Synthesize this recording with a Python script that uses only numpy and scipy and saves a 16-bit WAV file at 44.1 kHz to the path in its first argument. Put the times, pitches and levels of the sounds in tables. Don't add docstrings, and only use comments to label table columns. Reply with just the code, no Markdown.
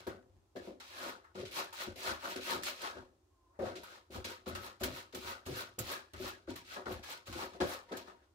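import sys
import numpy as np
from scipy import signal
from scipy.fft import rfft, irfft, next_fast_len
from scipy.io import wavfile
from scipy.ndimage import uniform_filter1d

SR = 44100
rng = np.random.default_rng(int(sys.argv[2]) if len(sys.argv) > 2 else 0)


def unload_audio(sound):
    columns = np.transpose(np.atleast_2d(sound))
    steps = np.round(np.clip(columns, -1, 1) * 32767)
    wavfile.write(sys.argv[1], SR, steps.astype(np.int16))


def ratio(d):
    e = np.asarray(d, float) / 20
    return 10 ** e


N = 367794

# (frequency [Hz], density [dB per Hz])
ROOM_TONE_SPECTRUM = [(30, -24), (49, -0.5), (95, 3), (161, -27.5), (364, -2.5), (461, -20.5), (700, -18),
                      (937, -18.5), (1910, -32.5), (6550, -32.5), (16000, -44.5)]
# (time [s], pitch [Hz], level [dB])
WHINE_TRACK = [
    (3.22, 1050, -105),
    (3.3, 1065, -87),
    (3.42, 1040, -77),
    (3.55, 1070, -78),
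    (3.6, 1080, -105),
]
# (time [s], peak [dB])
EDGE_SNAPS = [(0.5581, -71), (0.8004, -46), (1.3538, -71), (1.4516, -63), (2.361, -38), (2.6343, -29),
              (2.818, -35), (3.5902, -60), (3.764, -51), (4.2435, -48), (4.5508, -37), (4.802, -57),
              (4.8358, -27), (5.148, -37), (5.463, -38.5), (5.7897, -61), (6.1352, -45), (6.8578, -64.5),
              (7.327, -42), (7.6031, -76), (7.9134, -67)]
# (frequency [Hz], density [dB per Hz])
DUST_SPECTRUM = [(4120, -24), (7000, -3), (8460, -16), (11800, -4), (15500, -8)]
# (frequency [Hz], density [dB per Hz])
GRIT_SPECTRUM = [(1120, -21), (1900, -2), (3450, -2), (3910, 0), (8000, -18.5), (10400, -118),
                 (17600, -120)]
# (frequency [Hz], width [Hz], level [dB])
RIB_MODES = [(2280, 130, -0.5), (2567, 150, -5), (3830, 100, -1.5), (4053, 106, -3.5)]
# (frequency [Hz], width [Hz], level [dB])
SCOOP_MODES = [(891, 225, 0), (942, 17, 9), (1080, 46, -3.5), (1304, 26.7, 5), (1193, 367, -4.5),
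               (1470, 146, 3), (1648, 108, -0.5), (1836, 410, -5.5)]
# (frequency [Hz], width [Hz], level [dB])
ROCKING_MODES = [(79.3, 34, 2), (103.4, 30.5, 1)]
# (frequency [Hz], width [Hz], level [dB])
TRAY_MODES = [(197.4, 33.4, -8), (258, 10.4, -1), (309.7, 47, -7), (373.3, 22.2, 2.5), (510.3, 38, -3),
              (569.3, 67, -6), (700, 94, -11)]
# (time [s], push length [s], rattle [dB], grit
# [dB], dust [dB])
SCOOP_PUSHES = [(0.582, 0.087, -62.5, -63.5, -75), (0.822, 0.24, -45, -50.5, -58.5),
                (1.346, .06, -57, -55.5, -77), (1.511, 0.076, -40, -43, -49), (1.732, 0.088, -45.5, -46, -55),
                (1.958, 0.13, -39.5, -44, -49), (2.194, 0.063, -41.5, -50, -56.5),
                (2.274, 0.039, -48.5, -47.5, -54.5), (2.407, 0.11, -37.5, -42, -48.5),
                (2.624, 0.053, -44, -41.5, -46), (2.76, 0.1, -41, -47.5, -59),
                (2.936, 0.041, -54.5, -64.5, -92), (3.1, 0.065, -103, -100, -105),
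                (3.37, 0.22, -73, -100, -105),
                (3.591, 0.086, -47.5, -56.5, -75), (3.767, 0.17, -58.5, -61, -73),
                 (4.105, 0.05, -49.5, -54, -60), (4.244, 0.067, -50, -54, -62),
                 (4.468, .017, -48.5, -51, -58.5), (4.585, 0.072, -49.5, -53.5, -59.5),
                 (4.798, 0.018, -48, -54, -59), (4.883, 0.094, -50, -52, -59.5),
                 (5.166, 0.13, -44.5, -49.5, -56), (5.455, 0.14, -46, -48, -55),
                 (5.812, 0.11, -43, -46.5, -51.5), (6.162, 0.11, -47.5, -49, -55.5),
                 (6.483, 0.019, -53.5, -54, -78), (6.648, 0.092, -51.5, -52, -66),
                 (6.867, 0.057, -51.5, -53, -59), (7.027, .09, -49.5, -49.5, -57.5),
                 (7.256, 0.02, -53, -54, -59.5), (7.297, 0.12, -44, -49.5, -56),
                 (7.517, 0.024, -58, -62.5, -80), (7.613, 0.11, -45, -49.5, -53),
                 (7.868, .03, -59.5, -70, -90), (8.046, 0.04, -55, -64, -88),
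                 (8.15, 0.084, -75.5, -81.5, -105)]
# (time [s], rattle [dB], grit [dB], dust [dB])
BLADE_TOUCHES = [(0.0, -58.5, -60.5, -72), (.068, -45, -56, -59), (0.559, -51, -57, -66),
                 (.802, -55.5, -55, -77), (1.24, -59, -77, -80), (1.352, -52.5, -60, -74),
                 (1.452, -60, -51.5, -77), (1.726, -48.5, -56.5, -53), (2.359, -50.5, -48.5, -59),
                 (3.592, -48, -72, -78), (3.755, -56, -51.5, -73), (3.832, -52, -57, -60),
                 (4.244, -49.5, -43.5, -56), (4.459, -51, -57.5, -73), (4.55, -42.5, -49, -55),
                 (4.832, -39.5, -40.5, -42.5), (5.125, -57, -60, -70), (5.146, -51, -50, -47),
                 (5.464, -50, -62, -56), (5.786, -48, -48.5, -41.5), (6.136, -52, -61, -78),
                 (6.472, -57, -70, -85), (6.556, -51.5, -52, -52.5), (6.857, -41.5, -56.5, -90),
                 (6.76, -44, -73, -85), (7.032, -52.5, -54.5, -61), (7.326, -50, -51, -58),
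                 (7.603, -36, -43.5, -77), (7.918, -43.5, -53, -75), (7.967, -52, -51, -53.5)]
# (time [s], hold [s], drum [dB], thud [dB])
SCOOP_LANDINGS = [(0.0, 0.0017, -59.5, -64), (0.067, 0.011, -41, -53), (0.554, 0.025, -45.5, -62.5),
                  (0.673, 0.014, -46, -70), (1.054, 0.02, -49, -69), (1.352, 0.036, -48.5, -59),
                  (1.87, 0.0048, -45.5, -51), (1.957, 0.015, -52.5, -74), (2.079, .02, -48.5, -54.5),
                  (2.275, 0.0082, -50, -72), (2.357, 0.004, -40.5, -60), (2.527, 0.038, -61.5, -67),
                  (2.945, 0.039, -51, -58.5), (3.591, 0.057, -36.5, -50.5), (4.102, 0.062, -52.5, -55),
                  (4.249, 0.0087, -49, -60), (4.463, 0.029, -43.5, -48), (4.55, 0.019, -50, -55),
                  (4.809, 0.02, -42, -43.5), (5.136, 0.023, -45, -59), (5.464, 0.036, -41.5, -46),
                  (5.783, .015, -44, -45.5), (6.135, 0.026, -53.5, -52.5), (6.2, 0.043, -46, -54.5),
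                  (6.479, 0.026, -44, -54), (6.863, 0.045, -42.5, -50), (7.28, 0.017, -51.5, -49.5),
                  (7.602, 0.022, -33, -48), (7.911, 0.018, -41, -64), (8.076, 0.016, -56, -80)]
# (time [s], hold [s], drum [dB], thud [dB])
MORE_KNOCKS = [(0.224, 0.14, -101, -67), (1.398, 0.012, -43, -51.5), (2.538, 0.018, -43, -56),
               (3.662, 0.013, -47, -66), (3.761, 0.0087, -49.5, -66), (4.154, .012, -47, -48),
               (4.528, 0.011, -52.5, -50), (4.851, 0.011, -42.5, -48), (5.247, 0.0254, -57, -57.5),
               (6.764, 0.012, -47, -75), (6.915, 0.0089, -49, -47), (7.354, 0.0067, -44, -52),
               (7.414, 0.028, -47.5, -76), (7.543, 0.0085, -52, -74), (7.972, 0.0072, -54, -73)]
# (time [s], lift [dB])
BEARING_SPOT = [(.1, 0), (1.5, 0), (3.0, 0.7), (3.65, 3.5), (4.1, 0), (4.5, -1.5), (5.5, -0.7), (6.5, -2.5),
                (6.8, 1.5), (7.2, -0.2), (8.1, 2.5)]

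# (swell [dB], fall [dB/s], drop before the tail [dB], tail [dB/s])
PUSH_RATTLE, PUSH_GRIT, PUSH_DUST = (29.5, 182, 47, 126), (12.8, 215, 25.3, 140), (15.5, 365, 45, 60)
TOUCH_RATTLE, TOUCH_GRIT, TOUCH_DUST = (18, 197, 56, 40), (2.6, 212, 43, 34), (23, 420, 30, 100)
LAND_DRUM, LAND_THUD = (4.7, 243, 11.9, 130), (6.3, 173, 24, 84)
TOUCH_S, THUD_LAG_S = 0.004, 0.0097
PUSH_HOLD = 0.13
DRUM_UNDER_PUSH_DB, THUD_UNDER_PUSH_DB = -7.5, -28
LIFT_DB, PUSH_LIFT_DB, LIFT_PER_DB = -1, 5, -0.13
BLOW_DB, BLOW_CONTACT_S = 14.5, 0.0019
ROOM_T60_S, WALL_CUT_HZ, ROOM_DB, ROOM_TONE_DB = 0.14, 6000, -15, -72


def rms_one(x):
    return x / np.sqrt(np.mean(x ** 2) + 1e-20)


def in_time(rows):
    time_s, *columns = np.transpose(rows)
    return [np.interp(np.arange(N) / SR, time_s, column) for column in columns]


def at_hz(points, hz):
    point_hz, point_db = np.transpose(points)
    return np.interp(np.log(hz), np.log(point_hz), point_db)


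def drift(rate_hz):
    r = np.exp(-80 * np.pi * rate_hz / SR)
    noise = rng.standard_normal(N // 40 + 2002)
    slow = signal.lfilter([1], [1, -2 * r, r * r], noise)[2000:]
    return np.interp(np.arange(N) / 40, np.arange(len(slow)), rms_one(slow))


def band(x, low_hz, high_hz):
    return signal.sosfilt(signal.butter(1, [low_hz, high_hz], "band", fs=SR, output="sos"), x)


def resonate(x, hz, width_hz):
    r = np.exp(-np.pi * width_hz / SR)
    poles = [1, -2 * r * np.cos(2 * np.pi * hz / SR), r * r]
    return signal.lfilter([(1 - r * r) / 2, 0, (r * r - 1) / 2], poles, x + 1e-18)


def contacts(uneven_db, lag_s, scatter_s, count):
    at = rng.integers(0, N, count)
    sizes = ratio(uneven_db * np.minimum(rng.exponential(1, count), 4)) * rng.choice([-1, 1], count)
    late = np.round((lag_s + scatter_s * rng.standard_normal(count)) * SR).astype(int)
    left = np.bincount(np.clip(at + late, 0, N - 1), sizes, N)
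    right = np.bincount(at, sizes, N)
    return rms_one(np.array([left, right]))


def strokes(start_s, length_s, peak_db, swell_db, fall, knee_db, tail, hold=0):
    t = np.arange(0, N + 21, 20) / SR
    power = np.full(len(t), 1e-12)
    for s, length, db in zip(start_s, np.maximum(length_s, 1e-3), peak_db):
        top = s + length * (1 - hold)
        release = s + length * (1 + hold)
        knee = release + abs(knee_db / fall)
        times = [s - 1e-3, s, top, release, knee, knee + 10]
        levels_db = [-150, db - swell_db, db, db, db - knee_db, db - knee_db - 10 * tail]
        power += ratio(2 * np.interp(t, times, levels_db))
    return np.interp(np.arange(N) / 20, np.arange(len(t)), power)


def efforts():
    start, length, *push_db = np.transpose(SCOOP_PUSHES)
    push_laws = (PUSH_RATTLE, PUSH_GRIT, PUSH_DUST)
    pushes = [strokes(start, length, db, *law, hold=PUSH_HOLD) for db, law in zip(push_db, push_laws)]

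    at, *touch_db = np.transpose(BLADE_TOUCHES)
    touch_laws = (TOUCH_RATTLE, TOUCH_GRIT, TOUCH_DUST)
    touches = [strokes(at, 0 * at + TOUCH_S, db, *law) for db, law in zip(touch_db, touch_laws)]

    down, hold, drum_db, thud_db = np.transpose(SCOOP_LANDINGS + MORE_KNOCKS)
    pushed = pushes[0] * ratio(2 * DRUM_UNDER_PUSH_DB)
    drum = strokes(down, hold, drum_db, *LAND_DRUM) + pushed
    thud = strokes(down, hold + THUD_LAG_S, thud_db, *LAND_THUD)
    thud = thud + pushes[0] * ratio(2 * THUD_UNDER_PUSH_DB)

    levels_db = 10 * np.log10([drum, thud, *np.add(pushes, touches)])
    lift_db = LIFT_DB + in_time(BEARING_SPOT)[0] + PUSH_LIFT_DB * pushed / drum
    lift_db = lift_db + LIFT_PER_DB * np.maximum(levels_db[0] + 37, -10)
    return (*levels_db, lift_db)


def room_tone():
    hz = np.maximum(np.fft.rfftfreq(N, 1 / SR), 1)
    mid, side = rfft(rng.standard_normal((2, N))) * ratio(at_hz(ROOM_TONE_SPECTRUM, hz))
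    apart = np.clip(hz / 900, 0, 1)
    return rms_one(irfft([mid + apart * side, mid - apart * side], N)) * ratio(ROOM_TONE_DB)


def whine():
    hz, level_db = in_time(WHINE_TRACK)
    tone = np.sin(2 * np.pi * np.cumsum(hz + 14 * drift(31.8)) / SR)
    return np.sqrt(2) * tone * ratio(level_db + 5 * drift(31))


def room(x):
    size = next_fast_len(N + SR)
    phase = -2j * np.pi * np.fft.rfftfreq(size)
    dull = np.exp(-2 * np.pi * WALL_CUT_HZ / SR)
    wall = (1 - dull) / (1 - dull * np.exp(phase))
    answer = np.zeros((2, len(phase)), complex)
    for k, lag in enumerate((rng.uniform(0.0057, 0.035, 12) * SR).astype(int)):
        loop = ratio(-60 * lag / SR / ROOM_T60_S) * wall * np.exp(phase * lag)
        answer[k % 2] += loop / (1 - loop) * (-1) ** (k // 2)
    return irfft(answer * rfft(x, size), size)[:, :N]


def snaps():
    onset = np.zeros(N)
    onset[[round(s * SR) for s, db in EDGE_SNAPS]] = ratio(np.array(EDGE_SNAPS)[:, 1] - 10.0)
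    crack = signal.lfilter([1], [1, -ratio(-60 / (0.065 * SR))], onset)
    spray = signal.lfilter([1], [1, -ratio(-60 / (0.07 * SR))], onset)
    burst = contacts(3.3, lag_s=0.00065, scatter_s=0.00004, count=200000) * (crack + ratio(1) * spray)
    click = np.array([np.roll(onset, round(0.00025 * SR)), onset])
    return band(burst + ratio(20) * click, 800, 7000)


def crunch(level_db):
    clicks = contacts(4.9, lag_s=0.0003, scatter_s=0.00005, count=1600)
    return rms_one(band(clicks, 1000, 7000)) * ratio(level_db)


def grains(spectrum, level_db, uneven_db, cycles, patchy_db, size, count):
    out = 0
    for hz in np.geomspace(spectrum[0][0], min(spectrum[-1][0], 15500), size)[1:]:
        clicks = contacts(uneven_db, lag_s=0.00025, scatter_s=0.00012, count=count)
        gain_db = at_hz(spectrum, hz) + patchy_db * drift(22.4)
        out = out + resonate(clicks * ratio(gain_db), hz, hz / cycles)
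    return rms_one(out) * ratio(level_db)


def body(force, level_db, modes, wander_db, wander_rate, steady=0.65, lift_db=0):
    sound = 0
    for k, (hz, width_hz, db) in enumerate(modes):
        upper = np.tanh(np.log(hz / 440) * 3.0)
        gain_db = db + upper * lift_db + wander_db * drift(wander_rate)
        sound = sound + (-1) ** k * resonate(force * ratio(gain_db), hz, width_hz)
    swell = uniform_filter1d(np.mean(sound ** 2, axis=0), size=1200) + 1e-12
    return rms_one(sound / swell ** (steady / 2)) * ratio(level_db)


def blows():
    time_s, hold_s, drum_db, thud_db = np.transpose(SCOOP_LANDINGS + MORE_KNOCKS)
    hits = np.zeros(N)
    hits[(time_s * SR).astype(int)] = ratio(drum_db + BLOW_DB)
    hits = np.convolve(hits, np.hanning(round(BLOW_CONTACT_S * SR) + 3))[:N]
    return sum((-1) ** k * resonate(hits * ratio(db), hz, width_hz)
               for k, (hz, width_hz, db) in enumerate(TRAY_MODES))


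def to_ports(x, left_db):
    return x * ratio([[left_db], [-left_db]])


def scene():
    drum_db, thud_db, rattle_db, grit_db, dust_db, lift_db = efforts()
    rub = contacts(4.87, lag_s=0.0001, scatter_s=0.00024, count=12000)
    chatter = contacts(2.5, lag_s=0.00034, scatter_s=0.00017, count=25000)

    dust = grains(DUST_SPECTRUM, dust_db + 0.5, 1.5, cycles=7.7, patchy_db=3.5, size=8, count=25000)
    grit = grains(GRIT_SPECTRUM, grit_db + 1.9, 2.2, cycles=5.7, patchy_db=-0.5, size=13, count=12000)
    ribs = body(chatter, grit_db - 8.5, RIB_MODES, wander_db=3.0, wander_rate=22.0)
    scoop = body(chatter, rattle_db + 0.17, SCOOP_MODES, wander_db=4.0, wander_rate=10.7)
    thud = body(rub, thud_db + 0.79, ROCKING_MODES, wander_db=-3.0, wander_rate=6.7)
    tray = body(rub, drum_db + 1.5, TRAY_MODES, wander_db=1.58, wander_rate=2.9, steady=0.24,
                lift_db=lift_db)

    near = snaps() + crunch(grit_db - 13) + ribs
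    near = near + to_ports(dust, -1.8) + to_ports(grit, 0.3) + to_ports(scoop, 1.8)
    near = near + to_ports(thud, 0.8) + to_ports(tray + blows(), 1.5)
    return near + ratio(ROOM_DB) * room(near.mean(axis=0)) + whine() + room_tone()


def top_cut(x):
    return signal.sosfilt(signal.butter(12, 16650, fs=SR, output="sos"), x)


def record(dry):
    heard = signal.sosfilt(signal.butter(2, 35, "high", fs=SR, output="sos"), dry)
    heard = signal.sosfilt(signal.cheby2(14, 45, 16150, fs=SR, output="sos"), heard)
    return top_cut(heard)


dry = scene()
out = record(dry)
unload_audio(out)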